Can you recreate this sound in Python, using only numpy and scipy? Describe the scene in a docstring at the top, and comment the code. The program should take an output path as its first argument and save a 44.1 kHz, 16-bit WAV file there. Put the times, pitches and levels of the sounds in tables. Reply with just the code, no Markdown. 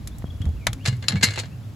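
"""Shutting a wood boiler's fire door

Outdoors a fire rumbles, puffs and pops while small birds chirp far off. The cast-iron door meets its
frame, the latch clicks, the door clangs home and the handle grinds into its catch. Impacts and friction
excite the iron's damped modes; each push from flames or door makes the air in the firebox boom."""
import sys
import numpy as np
from scipy import signal
from scipy.fft import rfft, irfft, next_fast_len
from scipy.io import wavfile

SR = 44100
rng = np.random.default_rng(int(sys.argv[2]) if len(sys.argv) > 2 else 0)


def wrap_up_sound(samples):
    """Save the sound to the file named by the first command line argument, as 16-bit audio."""
    columns = np.atleast_2d(samples).T
    # keep every value between -1 and 1, then stretch to whole-number steps
    tamed = np.clip(columns, -1, 1)
    steps = np.round(tamed * 32767).astype(np.int16)
    wavfile.write(sys.argv[1], SR, steps)


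N = 77175
TIME = np.arange(N) / SR


def from_db(db):
    """Amplitude ratio of a level: tenfold for every 20 dB."""
    return 10 ** (np.asarray(db) / 20)


def at_hz(points, hz):
    """Interpolation of a table on a logarithmic frequency axis."""
    f, value = np.transpose(points)
    return np.interp(np.log(hz), np.log(f), value)


def unit_rms(x):
    """Normalisation to unit mean power."""
    return x / np.sqrt(np.mean(x ** 2) + 1e-20)


def decay(t, t60):
    """Damping: an exponential fall of 60 dB in t60 seconds."""
    return np.exp(-np.log(1000) * t / t60)


def add(out, onset, x):
    """Superposition of x on out from an onset in seconds."""
    i = max(int(onset * SR), 0)
    out[..., i:i + x.shape[-1]] += x[..., :N - i]


# Likeness of the left and right sound pressure: (frequency [Hz], coherence [ratio])
COHERENCE = [(40, 0.75), (110, .96), (300, 0.87), (600, 0.67), (1000, 0.3), (2400, 0.44), (5500, 0.37),
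             (7500, 0.91), (15000, 0.79)]

def noise(spectrum, tilt_db=0, size=16384, ripple_db=0, ripple_hz=99.24):
    """Partially coherent stereo noise of unit rms, tilted by tilt_db per octave above 700 Hz."""
    hz = np.maximum(np.arange(size // 2 + 1) * SR / size, 1)
    mid, side = np.exp(2j * np.pi * rng.random((2, len(hz))))
    coherence = np.clip(at_hz(COHERENCE, hz), -1, 1)
    stereo = np.sqrt(1 + coherence) * mid + np.sqrt(1 - coherence) * side * [[1], [-1]]
    colour_db = at_hz(spectrum, hz) + tilt_db * np.log2(np.maximum(hz, 700))
    resonances = np.interp(hz / ripple_hz, np.arange(size), rng.standard_normal(size))
    return unit_rms(irfft(from_db(colour_db + ripple_db * resonances) * stereo, size))


# Steady combustion noise: (frequency [Hz], relative spectral level [dB])
RUMBLE_SPECTRUM = [(25, -32), (45, -21), (70, -0.5), (105, 4), (170, -9), (260, -13.5), (380, -25.5),
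                   (700, -31.5), (2000, -48.5)]

def fire_rumble(roar_hz=55, shut_s=0.78, closing_s=0.035):
    """Combustion radiates low-frequency noise; the deepest roar escapes only while the door is open."""
    rumble = noise(RUMBLE_SPECTRUM, size=N)
    roar = noise([(roar_hz / 2, -30), (roar_hz, 0), (roar_hz * 2, -20), (roar_hz * 10, -90)], size=N)
    opening = np.clip((shut_s - TIME) / closing_s, 0, 1)
    return from_db(-35.5) * rumble + from_db(-38.5) * roar * opening


# Outdoor background: (frequency [Hz], relative spectral level [dB])
YARD_SPECTRUM = [(100, 2), (600, 0.5), (1100, -2.5), (2000, -7), (4000, -10), (7000, -16.5), (11000, -18.5),
                 (15500, -14.5)]

def yard_hiss():
    """Stationary broadband noise forms a faint ambient floor."""
    return from_db(-53) * noise(YARD_SPECTRUM, size=N)


def crack(spectrum, tilt_db, t60, tail_db, tail_t60, rise_s=0.00058):
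    """Modal overlap: an impulse excites modes so dense that they decay as noise, with a duller tail."""
    burst = noise(spectrum, tilt_db, ripple_db=2)
    tail = noise(spectrum, tilt_db - 3, ripple_db=2)
    t = TIME[:burst.shape[1]]
    attack = np.minimum(t / rise_s, 1)
    return attack * (burst * decay(t, t60) + from_db(tail_db) * tail * decay(t, tail_t60))


# Pops of the logs: (time [s], level [dB], tilt [dB/octave])
WOOD_POPS = [(0.0735, -27, 5), (0.184, -36.5, 14), (0.222, -38.5, -7.5), (0.417, -36.5, -0.5),
             (0.4537, -38, -1), (0.490, -49.5, 3), (0.6685, -7, -2), (0.7304, -26, 2.5), (0.845, -38, -1),
             (0.967, -48, 7)]
# Colour of a pop: (frequency [Hz], relative spectral level [dB])
WOOD_SPECTRUM = [(200, -6), (420, -13.5), (550, -20), (750, 0), (1100, -2), (1500, 0.5), (2100, 4),
                 (2900, -3.5), (3800, 0), (5000, -5), (7200, -2.5), (8500, -5.5), (11000, -7.5),
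                 (15000, -21)]

def wood_pops():
    """Impulsive excitation: burning wood gives brief, heavily damped cracks."""
    out = np.zeros((2, N))
    for onset, db, tilt_db in WOOD_POPS:
        pop = crack(WOOD_SPECTRUM, tilt_db, t60=0.025, tail_db=-15.5, tail_t60=0.091)
        add(out, onset, from_db(db) * pop)
    return out


def drift(rate_hz, count=400):
    """Random modulation: Gaussian values at rate_hz, joined by straight lines."""
    return np.interp(TIME * rate_hz, np.arange(count), rng.standard_normal(count))


# Distant calls: (time [s], duration [s], start frequency [Hz], end frequency [Hz], level [dB])
BIRD_CHIRPS = [(0.111, 0.058, 3310, 4100, -52), (0.251, .032, 3350, 3270, -45),
               (0.297, 0.015, 3420, 3230, -47.5), (0.408, 0.031, 2716, 3684, -44),
               (0.55, 0.11, 2774, 2235, -54), (0.786, 0.076, 2190, 3820, -50),
               (1.484, 0.059, 2350, 2780, -56), (1.626, .04, 3300, 3800, -60)]

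def birds(warble_depth=0.0264, flutter_db=4.5, blur_hz=170.1, echo_db=-3):
    """Frequency-modulated whistles, broadened by scattering and prolonged by the yard's reverberation."""
    song = np.zeros(N)
    warble = 1 + warble_depth * drift(120)
    for onset, duration, start_hz, end_hz, db in BIRD_CHIRPS:
        progress = np.clip((TIME - onset) / duration, 0, 1)
        hz = (start_hz + (end_hz - start_hz) * progress) * warble
        envelope = np.sqrt(4 * progress * (1 - progress))
        song += from_db(db) * envelope * np.sin(2 * np.pi * np.cumsum(hz) / SR)
    song *= from_db(flutter_db * drift(60.2))
    song *= drift(blur_hz, count=N)  # sidebands widen each whistle
    response = rng.standard_normal((2, N)) * decay(TIME, t60=0.42)
    echo = signal.fftconvolve(song[None], response / np.linalg.norm(response[0]), axes=1)[:, :N]
    return song + from_db(echo_db) * echo


# Pushes of air from flames and door: (time [s], level [dB], frequency [Hz], rise [s], T60 [s])
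AIR_PUSHES = [(0.242, -17, 147, 0.00074, 0.037), (0.403, -15.5, 96, 0.0043, 0.17),
              (0.440, -18, 123, .004, 0.12), (0.459, -8.5, 76.5, 0.0072, 0.13),
              (0.485, -14.5, 78, 0.0065, 0.11), (0.54, -23.5, 65, .015, 0.32),
              (0.668, -20.5, 55, 0.0036, 0.19), (0.686, -17, 114, 0.0052, 0.18),
              (0.755, -31, 262.6, 0.019, 0.23), (0.876, -5.5, 123.3, 0.0089, 0.12),
              (0.921, -16, 118.8, 0.0048, 0.24), (1.1, -20, 109, 0.0062, 0.19),
              (1.128, -17.5, 194.2, 0.01, 0.26), (1.14, -7.5, 149.7, 0.0101, 0.075),
              (1.156, -14, 97.5, 0.015, 0.18), (1.236, -9.5, 159, 0.0026, 0.045),
              (1.269, -16.5, 103.4, 0.018, 0.24), (1.36, -24, 101.9, 0.021, 0.36),
              (1.529, -27, 100.4, 0.0061, 0.32)]
# Turbulence in each push: (frequency [Hz], relative spectral level [dB])
PUFF_SPECTRUM = [(30, 9), (90, 5.5), (200, 5.5), (330, -13), (600, -20.5), (1500, -31), (5000, -53)]

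def firebox_booms(puff_db=-7, puff_t60=0.069, low_cut_ratio=0.48):
    """Cavity resonance: each push sets the enclosed air in damped oscillation, with a turbulent puff."""
    out = np.zeros((2, N))
    for onset, db, hz, rise_s, t60 in AIR_PUSHES:
        turbulence = noise(PUFF_SPECTRUM)
        t = TIME[:turbulence.shape[1]]
        puff = from_db(puff_db) * turbulence * decay(t, puff_t60)
        tone = np.sin(2 * np.pi * hz * t) * decay(t, t60)
        swell = np.sin(np.pi / 2 * np.minimum(t / rise_s, 1)) ** 2
        low_cut = signal.butter(2, low_cut_ratio * hz, "high", fs=SR, output="sos")
        add(out, onset, from_db(db) * signal.sosfilt(low_cut, swell * (tone + puff)))
    return out


def ring(modes, tilt_db=0, scatter_db=1.5, pan_db=7):
    """Free vibration: a sum of damped sinusoids of alternating sign, varied in strength and direction."""
    hz, db, t60 = np.transpose(modes)[:, :, None]
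    t = TIME[:16384]
    gain = from_db(db + tilt_db * np.log2(hz / hz.mean()) + scatter_db * rng.standard_normal(hz.shape))
    phase = np.pi * np.arange(len(hz))[:, None]
    waves = gain * decay(t, t60) * np.sin(2 * np.pi * hz * t + phase)
    pan = from_db(pan_db / 2 * rng.uniform(-0.92, 1, len(hz)) * [[1], [-1]])
    return pan @ waves


# Iron striking iron: (time [s], level [dB], tilt [dB/octave], relative ring level [dB])
DOOR_IMPACTS = [(0.8535, -26, 0, -5), (0.8588, -19, -0.5, -5.5), (0.874, -22.5, 0.5, -2),
                (0.8817, -23, 0, -10.5), (0.927, -40, -3, 0.5), (1.0251, -35.5, -3, -3),
                (1.039, -39, -4.5, 2), (1.120, -31, -5, -2.5), (1.133, -36.5, -12, -23),
                (1.1562, -30, -5, -3.5), (1.168, -37, -3, -3), (1.211, -31.5, -3, -4),
                (1.226, -24, -1, 5.5), (1.2303, -9.5, 1, 2), (1.2365, -14.5, 3.5, 3),
                (1.2407, -12, 4.5, -12), (1.306, -30.5, -1, -3), (1.32, -37, -4.5, -2),
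                (1.3358, -35.5, -0.5, 6), (1.358, -30, -1, -3.5), (1.375, -23.5, -7, -28),
                (1.381, -30, -1.5, 2.5), (1.3888, -23, 1.5, -19), (1.398, -26, 0, -11),
                (1.434, -38, -5, -4.5), (1.456, -41, -3, -20)]
# The door's dense, short-lived modes: (frequency [Hz], relative spectral level [dB])
PLATE_SPECTRUM = [(200, -4.5), (420, -3.5), (750, -1), (1200, -1.5), (1700, 2.5), (2700, 2.5), (3200, 0),
                  (4200, 6), (5500, -2), (7300, -0.5), (8300, -3.5), (11000, -10.5), (15000, -30)]
# The door's resolved modes: (frequency [Hz], level [dB], T60 [s])
PLATE_MODES = [(476, -20, 0.092), (1466, -18, 0.057), (1600, -8.5, 0.048), (1713, -12, 0.11),
               (1920, -16, 0.093), (2077, -8, 0.098), (2210, -19.5, 0.23), (2715, -16, 0.074),
               (2844, -11, 0.13), (3475, -14.5, 0.086), (3960, -22, .18), (4253, -10, 0.15),
               (4360, -15.5, .12), (4850, -18, 0.11), (5960, -21, 0.069), (6768, -13, 0.063),
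               (7030, -33, .16), (7600, -17, 0.037), (7963, -16, 0.073)]

def door_knocks():
    """Impact excitation of a plate: each knock gives a crack and a ring of the iron's distinct modes."""
    out = np.zeros((2, N))
    for onset, db, tilt_db, ring_db in DOOR_IMPACTS:
        body = crack(PLATE_SPECTRUM, tilt_db, t60=0.056, tail_db=-20.5, tail_t60=0.29)
        clang = from_db(ring_db) * ring(PLATE_MODES, tilt_db)
        add(out, onset, from_db(db) * (body + clang))
    return out


# Notes of the handle bar: (time [s], frequency [Hz], level [dB], T60 [s])
HANDLE_TONES = [(0.881, 4157, -33, 0.15), (1.084, 4160, -35.5, 0.31), (1.165, 2235, -30, 0.16),
                (1.239, 4136, -21.5, 0.16), (1.258, 2214, -32.5, 0.29)]

def handle_ring():
    """Free vibration of a bar: each time the handle catches, one lightly damped mode sings on."""
    out = np.zeros((2, N))
    for onset, hz, db, t60 in HANDLE_TONES:
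        add(out, onset, ring([(hz, db, t60)]))
    return out


# Envelope of the handle rubbing over its catch: (time [s], level [dB])
FRICTION_ENVELOPE = [(1.02, -54), (1.045, -49), (1.07, -52), (1.10, -32.5), (1.18, -46), (1.205, -57),
                     (1.26, -34.5), (1.30, -37.5), (1.33, -60), (1.405, -41), (1.425, -71), (1.45, -51),
                     (1.48, -83)]

def handle_friction(slips_per_s=730, spread_db=4, grain_t60=0.0064, ring_db=-16.5):
    """Stick-slip friction: rough cast surfaces move in tiny random jerks that excite the door plate."""
    slips = (rng.random(N) < slips_per_s / SR) * rng.choice([-1, 1], N)
    strength = from_db(spread_db * np.minimum(rng.exponential(1, N), 4))
    grain = noise(PLATE_SPECTRUM, tilt_db=-4.5)
    grain *= decay(TIME[:grain.shape[1]], grain_t60)
    response = grain + from_db(ring_db) * ring(PLATE_MODES)
    grinding = signal.fftconvolve((slips * strength)[None], response, axes=1)[:, :N]
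    level_db = np.interp(TIME, *np.transpose(FRICTION_ENVELOPE), left=-np.inf, right=-np.inf)
    return from_db(level_db) * unit_rms(grinding)


# The latch bar snapping against its catch: (time [s], level [dB], tilt [dB/octave])
LATCH_IMPACTS = [(1.0835, -11.5, -0.5)]
# The bar's dense modes: (frequency [Hz], relative spectral level [dB])
LATCH_SPECTRUM = [(200, -24), (1000, -7), (1700, 0), (3300, -4), (4200, 10), (5800, 0), (7200, -10),
                  (8300, -2), (11000, -7.5), (15000, -40)]
# The bar's resolved modes: (frequency [Hz], level [dB], T60 [s])
LATCH_BAR_MODES = [(2690, -4.5, 0.026), (4020, 4, 0.015), (7110, -6.5, 0.045), (10820, -17, 0.055),
                   (11140, -22.5, 0.067)]

def latch_click():
    """Impact excitation of a small bar: its high, quickly damped modes give a bright clink."""
    out = np.zeros((2, N))
    for onset, db, tilt_db in LATCH_IMPACTS:
        snap = crack(LATCH_SPECTRUM, tilt_db, t60=0.028, tail_db=-11.5, tail_t60=0.094)
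        add(out, onset, from_db(db) * (snap + ring(LATCH_BAR_MODES)))
    return out


def scene():
    """Linear superposition: the pressures from ironwork, fire and yard add."""
    ironwork = door_knocks() + handle_ring() + latch_click() + handle_friction()
    fire = firebox_booms() + fire_rumble() + wood_pops()
    return ironwork + fire + birds() + yard_hiss()


# Response of both microphone ports: (frequency [Hz], gain [dB])
PORT_RESPONSE = [(30, 0.5), (8200, 0), (8800, -7.5), (9300, -4), (9900, 2), (12300, -1.5), (13300, -4),
                 (14200, -1), (16000, -12)]
# Balance between the ports: (frequency [Hz], left minus right [dB])
PORT_BALANCE = [(300, -0.54), (900, -1), (1800, 3), (3200, 2), (5500, 2.5), (7500, 0), (15000, 0)]

def record(dry, corner_hz=7110, lag_s=0.00025, cutoff_hz=16300):
    """Filtering and saturation: two ports colour the sound, peaks are rounded and the top is cut."""
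    size = next_fast_len(2 * N)
    hz = np.maximum(np.arange(size // 2 + 1) * SR / size, 1)
    left_lag = np.exp(-2j * np.pi * lag_s * np.maximum(hz - corner_hz, 0) * [[1], [0]])
    gain = from_db(at_hz(PORT_RESPONSE, hz) + at_hz(PORT_BALANCE, hz) / 2 * [[1], [-1]])
    coloured = irfft(rfft(dry, size) * gain * left_lag, size)[:, :N]
    low_pass = signal.ellip(10, 0.1, 80, cutoff_hz, fs=SR, output="sos")
    return signal.sosfilt(low_pass, np.tanh(coloured))


dry = scene()
out = record(dry)
wrap_up_sound(out)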